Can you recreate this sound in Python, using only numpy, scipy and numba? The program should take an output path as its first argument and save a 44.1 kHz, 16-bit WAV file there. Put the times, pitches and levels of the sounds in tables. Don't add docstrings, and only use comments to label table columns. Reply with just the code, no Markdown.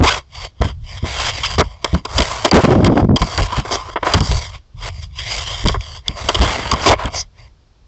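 import sys
import numpy as np
from scipy import signal
from scipy.fft import rfft, irfft, next_fast_len
from scipy.io import wavfile
from scipy.ndimage import uniform_filter1d
from numba import njit

SR = 44100
rng = np.random.default_rng(int(sys.argv[2]) if len(sys.argv) > 2 else 0)


def master_out(mix):
    frames = np.transpose(np.atleast_2d(mix))
    ceiling = np.clip(frames, -1, 1)
    pcm = np.round(ceiling * 32767).astype(np.int16)
    wavfile.write(sys.argv[1], SR, pcm)


N = 347067
TIME = np.arange(N) / SR

# freq_hz, level_db
FOREST_SPECTRUM = [(45, 8), (110, -7), (300, -18), (1000, -24.5), (2000, -31), (5000, -30), (8000, -42)]
FOREST_DB = -46.5
# freq_hz, level_db
SWAY_SPECTRUM = [(14, -16), (32, 4), (88, 3.5), (125, -4), (180, -19.5), (420, -63)]
# start_s, length_s, rumble_db
SHOVES = [(0.0, 0.018, -0.5), (0.663, 0.3, -27.5), (1.51, 0.16, -23.5), (2.148, 0.077, -18),
          (3.378, 0.04, -10.5), (4.146, 0.073, -17), (4.293, 0.075, -12), (4.745, 0.38, -30.5),
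          (5.645, 0.14, -19.5), (6.367, 0.12, -19.5), (6.878, 0.049, -11)]
SHOVE_ATTACK_S, SHOVE_RELEASE_S = 0.003, 0.023
DRAG_DB, DRAG_GROWTH = -15, 0.48
# start_s, length_s, level_db, base_corner_hz
GUSTS = [(0.006, 0.018, 1, 380), (2.532, 0.054, 9, 674), (2.639, 0.016, 6, 707), (2.666, 0.022, 3, 617),
         (2.707, 0.053, -4.5, 576), (2.758, 0.18, -9.5, 327.5), (2.877, 0.033, -6.5, 621),
         (2.958, 0.049, -8, 800), (3.023, 0.047, -6.5, 240), (3.09, 0.059, -3, 180),
         (6.402, 0.44, -29.5, 1148)]
GUST_ATTACK_S, GUST_RELEASE_S = 0.0015, 0.006
GUST_SAG_DB = -6
# start_s, length_s, body_db, rasp_db
CATCHES = [(0.034, 0.01, -3, -15), (0.14, 0.0099, -36.5, -23), (0.612, 0.0081, -11, -24.5),
           (1.041, 0.016, -24, -44), (1.581, 0.029, -5.5, -14), (1.843, 0.0031, -9, -14),
           (1.939, 0.0089, -13, -22), (2.049, 0.0072, -19, -22.5), (2.179, 0.009, -8, -9),
           (2.201, 0.006, -11, -14), (2.22, 0.008, -18, -21), (2.446, 0.011, -3.5, -7.5),
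           (2.479, 0.014, -25, -26.5), (2.513, 0.005, -3.5, -24.5), (2.841, 0.033, -15, -23.5),
           (3.159, 0.012, -13.5, -15), (3.215, 0.0071, -6, -15.5), (3.379, 0.027, -17.5, -61),
           (3.417, 0.021, -23, -25), (3.649, 0.0093, -21, -32.5), (3.706, 0.055, -19, -26),
           (3.885, 0.014, -27, -37), (3.958, 0.0098, -10, -45), (4.027, 0.005, -9.5, -35),
           (4.066, 0.0027, -4.5, -21), (4.138, 0.008, -2.5, -10), (4.204, 0.006, -14.5, -18),
           (4.311, 0.017, -20, -24.5), (5.651, 0.012, -16, -28), (5.689, 0.0094, -19.5, -30),
           (5.741, 0.017, -22, -43), (6.286, 0.0081, -6, -11), (6.344, 0.012, -12.5, -12.5),
           (6.411, 0.028, -14, -19.5), (6.711, 0.027, -15.5, -22.5), (6.86, 0.037, -1, -7),
           (6.908, 0.016, 2.5, -10)]
# time_s, mean_pitch_hz, level_db
SQUEAKS = [
    [(.037, 1072, -39), (.062, 1109, -23), (.072, 1129, -8), (.093, 1043, -5.5), (.099, 1452, -22),
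     (.127, 1614, -12)],
    [(1.434, 1103, -12), (1.446, 1095, -18.5), (1.456, 2235, -13.5), (1.474, 2880, -24)],
]
# start_s, length_s, hiss_and_sheen_db, swell_start_to_end_db,
# body_re_hiss_and_sheen_db, sheen_re_hiss_db
STROKES = [(0.045, 0.14, -28, -10.5, 4, 1), (0.353, 0.1, -33, 7, -3.5, 0),
           (0.645, 0.06, -35, -6.5, 4, -3.5), (0.867, 0.12, -37.5, 5, -2.5, 0.5),
           (1.053, .25, -25.5, 6, -3.5, -3), (1.337, 0.22, -29.5, 2, -2.5, -0.5),
           (1.644, 0.19, -54, -21.5, 3.5, 3), (1.846, 0.14, -40, 0.5, 4, 1), (2.085, 0.086, -35, 7, 4, 10),
           (2.175, 0.31, -30.5, -3.5, 1.5, 2.5), (2.562, 0.48, -40, -23, 3, -2.5),
           (3.197, 0.27, -33, 3, 1.5, 4.5), (3.492, 0.11, -33, 10.5, 3, -4),
           (3.662, 0.27, -39.5, -6.5, 6.5, 4), (4.059, 0.12, -30, 3, 7.5, -4),
           (4.235, 0.15, -27.5, 1.5, -3.5, 10), (4.416, 0.087, -35.5, -3.5, -3, 7),
           (4.527, 0.028, -37.5, 6.5, -2.5, -3), (4.827, 0.059, -29.5, 4.5, -1, -1),
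           (4.922, 0.073, -44, 5, -6.5, 6), (5.027, 0.0096, -35, 0.5, -9, 6),
           (5.193, 0.21, -31, -3.5, -7, -2.5), (5.311, 0.13, -25, -0.5, -7, 4),
           (5.471, 0.27, -29.5, -1, -5, 2.5), (5.806, 0.17, -36.5, 5, -2, 5), (6.073, 0.04, -42, 4, 5, -3),
           (6.172, 0.19, -33.5, 1, 1.5, 4.5), (6.396, 0.315, -28.5, -7, 1.5, -4.5),
           (6.744, .19, -30.5, 6.5, 2.5, -6), (6.994, 0.084, -34, -1, 8.5, -11),
           (7.148, 0.07, -32.5, -9.5, -1.5, 6), (7.386, 0.086, -52, -2, 3, 0.5)]
STROKE_ATTACK_S, STROKE_RELEASE_S = 0.019, 0.014
# start_s, level_db
BUMPS = [(0.604, -0.5), (0.646, -8), (1.027, -7.5), (1.582, -0.5), (1.931, 2.5), (2.192, -6.5), (3.21, 0.5),
         (3.575, -6.5), (4.146, 1.5), (4.204, 0), (4.298, -14), (5.64, 2.5), (5.656, -13), (6.089, -13),
         (6.241, -18), (6.394, 6.5), (6.727, -7), (7.047, -8.5)]
# start_s, level_db
TICKS = [(1.845, -2), (2.2207, -4), (2.366, -29), (2.513, 6), (2.846, 4), (3.377, 0.5), (4.137, 8),
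         (4.206, -4.5), (5.658, -9), (5.674, -7), (5.6845, 5), (5.809, -21), (7.057, -15), (6.0815, 1.5),
         (6.292, -6.5), (6.715, 6)]
# start_s, length_s, level_db
SWISHES = [(3.722, 0.035, -21), (6.821, .035, -27.5), (7.161, 0.051, -20.5)]
# mean_centre_hz, width_hz, mean_level_db
HOUSING_MODES = [(425, 78, 0.5), (690, 190, 5.5), (1024, 140, 10.5), (2175, 270, 8.5), (2815, 310, 3.5),
                 (3180, 250, 12), (4746, 230, 10.5)]
TOP_HZ = 7900


def undb(db):
    return 10 ** (np.asarray(db) / 20)


def unit(x):
    return x / np.sqrt(np.mean(x ** 2) + 1e-18)


def curves(table):
    times_s, *columns = np.transpose(table)
    return [np.interp(TIME, times_s, column) for column in columns]


def add(out, start_s, x):
    i = max(int(start_s * SR), 0)
    out[i:i + len(x)] += x[:N - i]


def band(x, hz, kind, order=2):
    sos = signal.butter(order, hz, kind, fs=SR, output="sos")
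    return signal.sosfilt(sos, x + 1e-18)


def split(x, hz):
    low = signal.sosfiltfilt(signal.butter(3, hz, fs=SR, output="sos"), x)
    return low, x - low


def noise(spectrum):
    freq_hz, level_db = np.transpose(spectrum)
    size = next_fast_len(N)
    bins_hz = np.fft.rfftfreq(size, 1 / SR)
    gain = undb(np.interp(np.log(bins_hz + 1), np.log(freq_hz), level_db))
    return unit(irfft(rfft(rng.standard_normal(size)) * gain, size)[:N])


def walk(rate_hz):
    targets = rng.standard_normal(N // 10)
    return np.interp(TIME * rate_hz, np.arange(len(targets)), targets) * np.sqrt(3 / 2)


@njit
def sweep(x, hz, damping):
    y, b, l = np.empty((2, len(x))), 0., 0.
    for i in range(len(x)):
        g = np.tan(np.pi * hz[i] / SR)
        v = (b + g * (x[i] - l)) / (1 + g * (g + damping))
        y[0, i], y[1, i] = l + g * v, damping * v
        b, l = 2 * v - b, l + 2 * g * v
    return y


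def contact(start_s, length_s, attack_s, release_s, swell_db=0):
    before = np.maximum(start_s - TIME, 0) / attack_s
    after = np.maximum(TIME - start_s - length_s, 0) / release_s
    progress = np.clip((TIME - start_s) / length_s, 0, 1) - .5
    return np.exp(swell_db * progress * np.log(10) / 20 - np.minimum(before + after, 20))


def hairs(rate_hz, spread_db):
    flicks = rng.random(N) < rate_hz / SR
    size_db = spread_db * np.minimum(rng.exponential(size=N), 5)
    return unit(flicks * rng.standard_normal(N) * undb(size_db))


def housing(x, direct, shift_db):
    out = direct * x
    for hz, width_hz, db in HOUSING_MODES:
        centre_hz = hz * (1 + .018 * walk(17))
        share = undb(db + shift_db * walk(13))
        out = out + share * sweep(x + 1e-18, centre_hz, width_hz / hz)[1]
    lag_samples = .0006 * SR * np.exp(.3 * walk(9))
    reflection = np.interp(np.arange(N) - lag_samples, np.arange(N), out)
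    return out + .4 * reflection


def forest_air():
    return undb(FOREST_DB) * noise(FOREST_SPECTRUM)


def dragging(friction, lurch_db=0.5):
    power = (undb(DRAG_DB) * friction ** DRAG_GROWTH) ** 2
    for start_s, length_s, db in SHOVES:
        shove = undb(db) * contact(start_s, length_s, SHOVE_ATTACK_S, SHOVE_RELEASE_S)
        power = power + shove ** 2
    rumble = unit(noise(SWAY_SPECTRUM) * undb(lurch_db * walk(16)))
    return np.sqrt(power) * rumble


def air(gust_db=0.0, damping=1.0, reach=1.42, port_hz=70, flick_db=-26, flick_hz=550):
    flows = [undb(db) * contact(start_s, length_s, GUST_ATTACK_S, GUST_RELEASE_S, GUST_SAG_DB)
             for start_s, length_s, db, _ in GUSTS]
    flow = sum(flows)
    corner_hz = sum(f * hz for f, (*_, hz) in zip(flows, GUSTS)) / flow
    surge = np.clip(walk(130), -2, 1.5)
    corner_hz = np.minimum(corner_hz * np.exp(.22 * surge), SR / 16)
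    eddies = sweep(rng.standard_normal(N), corner_hz * reach, damping)[0]
    eddies = sweep(eddies, corner_hz, 2.6)[0]
    roar = unit(band(eddies / np.sqrt(corner_hz), port_hz, "highpass"))
    scrape = housing(hairs(rate_hz=2500, spread_db=2), direct=1, shift_db=2)
    whiskers = unit(band(scrape, [600, 7000], "bandpass"))
    flicks = undb(flick_db) * np.minimum(corner_hz / flick_hz, 1) ** 4
    lip_db = -7 * np.maximum(walk(90), 0) ** 2
    flutter = undb(3.5 * surge + lip_db + 2)
    return (roar + flicks * whiskers) * flow * flutter * undb(gust_db)


def catches(release_s=0.0039, body_db=2.0, rasp_db=4.5, snap=5):
    jerks = hairs(rate_hz=9700, spread_db=4) * undb(2.5 * walk(520))
    push, rasp = np.zeros(N), np.zeros(N)
    rise_s = .004
    t = TIME[:SR // 5]
    for start_s, length_s, low_db, high_db in CATCHES:
        rise = np.minimum(t / rise_s, 1)
        after_s = np.maximum(t - length_s, 0)
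        add(jerks, start_s + rise_s, np.array([snap]))
        add(push, start_s, undb(low_db + body_db) * rise * np.exp(-after_s / (2 * release_s)))
        add(rasp, start_s, undb(high_db + rasp_db) * rise * np.exp(-after_s / release_s))
    ring = housing(jerks, direct=0.8, shift_db=0.0)
    body = unit(band(ring, [260, 1550], "bandpass", order=3))
    edge = band(ring, 910, "highpass", order=3)
    edge = unit(band(edge, 4200, "lowpass", order=1))
    return push * body + rasp * edge


def squeaks(rasp_db=-4):
    waver = 1 + .08 * walk(900)
    tone, slips = 0, 0
    for table in SQUEAKS:
        pitch_hz, db = curves(table)
        phase = 2 * np.pi * np.cumsum(pitch_hz * waver) / SR
        active = (TIME > table[0][0]) & (TIME < table[-1][0])
        gain = uniform_filter1d(1. * active, SR // 300) * undb(db)
        tone = tone + gain * np.sin(phase)
        slips = slips + gain * np.exp(8 * (np.cos(phase) - 1))
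    ring = housing(slips * (1 + rng.standard_normal(N)), direct=.5, shift_db=1)
    rasp = band(ring, 1400, "highpass")
    return tone * undb(2.5 * walk(400)) + 2 * undb(rasp_db) * rasp


def strokes():
    power = np.zeros((3, N))
    for start_s, length_s, db, swell_db, body_db, sheen_db in STROKES:
        bright = undb(sheen_db)
        total = np.hypot(1, bright)
        shares = undb(db) * np.array([undb(body_db), 1 / total, bright / total])
        touch = contact(start_s, length_s, STROKE_ATTACK_S, STROKE_RELEASE_S, swell_db)
        power += np.outer(shares ** 2, touch ** 2)
    return np.sqrt(power)


def rubbing(body_gain, hiss_gain, sheen_gain, thrum_db=-10, firm_db=-28, soft_hz=5500):
    pressure = np.minimum(body_gain / undb(firm_db), 1)
    tufts = undb(walk(14) + walk(45) + 1.6 * walk(260))
    scratch = hairs(rate_hz=11000, spread_db=-1.0) * tufts
    ring = housing(scratch * (1 - .4 * pressure), direct=.25, shift_db=2.5)
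    ring = ring + 1.6 * pressure ** 2 * scratch
    body, treble = split(band(ring, 520, "highpass", order=3), 1600)
    hiss, sheen = split(treble, 3930)
    sheen = band(sheen, soft_hz, "lowpass", order=1)
    thrum = unit(band(scratch, [190, 480], "bandpass", order=3) * tufts)
    thrum = thrum * undb(thrum_db) * pressure
    return body_gain * (unit(body) + thrum) + hiss_gain * unit(hiss) + sheen_gain * unit(sheen)


def bumps(sway_hz=72, decay_s=0.012, knock_hz=160, knock=0.29, knock_s=0.018, gain_db=4):
    out, t = np.zeros(N), TIME[:SR // 6]
    knock_band_hz = [knock_hz / 1.5, knock_hz * 1.5]
    dull = unit(band(rng.standard_normal(N), knock_band_hz, "bandpass"))
    for (start_s, db), detune in zip(BUMPS, rng.standard_normal(len(BUMPS))):
        rock_hz = sway_hz * np.exp(0.22 * detune)
        rock = np.sin(2 * np.pi * rock_hz * t) * np.exp(-t / decay_s)
        thud = dull[int(start_s * SR):][:len(t)] * np.exp(-t / knock_s)
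        rise = np.minimum(t / 0.007, 1)
        add(out, start_s, undb(db + gain_db) * rise * (rock + knock * thud))
    return out


def ticks(decay_s=0.0012, edge_hz=1900):
    cracks, t = np.zeros(N), TIME[:SR // 50]
    for start_s, db in TICKS:
        add(cracks, start_s, undb(db) * np.exp(-t / decay_s) * rng.standard_normal(len(t)))
    ring = housing(cracks, direct=.5, shift_db=1)
    return band(ring, edge_hz, "highpass")


def swishes(attack_s=0.0071, release_s=0.0062, low_hz=4500, high_hz=6700):
    brush = housing(hairs(rate_hz=47000, spread_db=0), direct=1, shift_db=3)
    whisk = unit(band(brush, [low_hz, high_hz], "bandpass", order=3))
    gain = sum(undb(db) * contact(start_s, length_s, attack_s, release_s)
               for start_s, length_s, db in SWISHES)
    return whisk * gain


def saturate(x, ceiling, order):
    return x / (1 + np.abs(x / ceiling) ** order) ** (1 / order)


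def scene():
    body, hiss, sheen = strokes()
    fur = rubbing(body, hiss, sheen) + swishes()
    drag = dragging(np.hypot(hiss, sheen))
    contacts = fur + drag + catches() + ticks() + bumps() + squeaks()
    return (contacts + air() + forest_air())[None]


def record(dry, ceiling=0.5, coupling_hz=36):
    coupled = band(saturate(dry, ceiling, order=4), coupling_hz, "highpass")
    limited = saturate(coupled, .76, order=8)
    top_cut = signal.firwin(61, TOP_HZ, window=("kaiser", 1.2), fs=SR)
    return signal.convolve(limited, top_cut[None], "same")


dry = scene()
out = record(dry)
master_out(out)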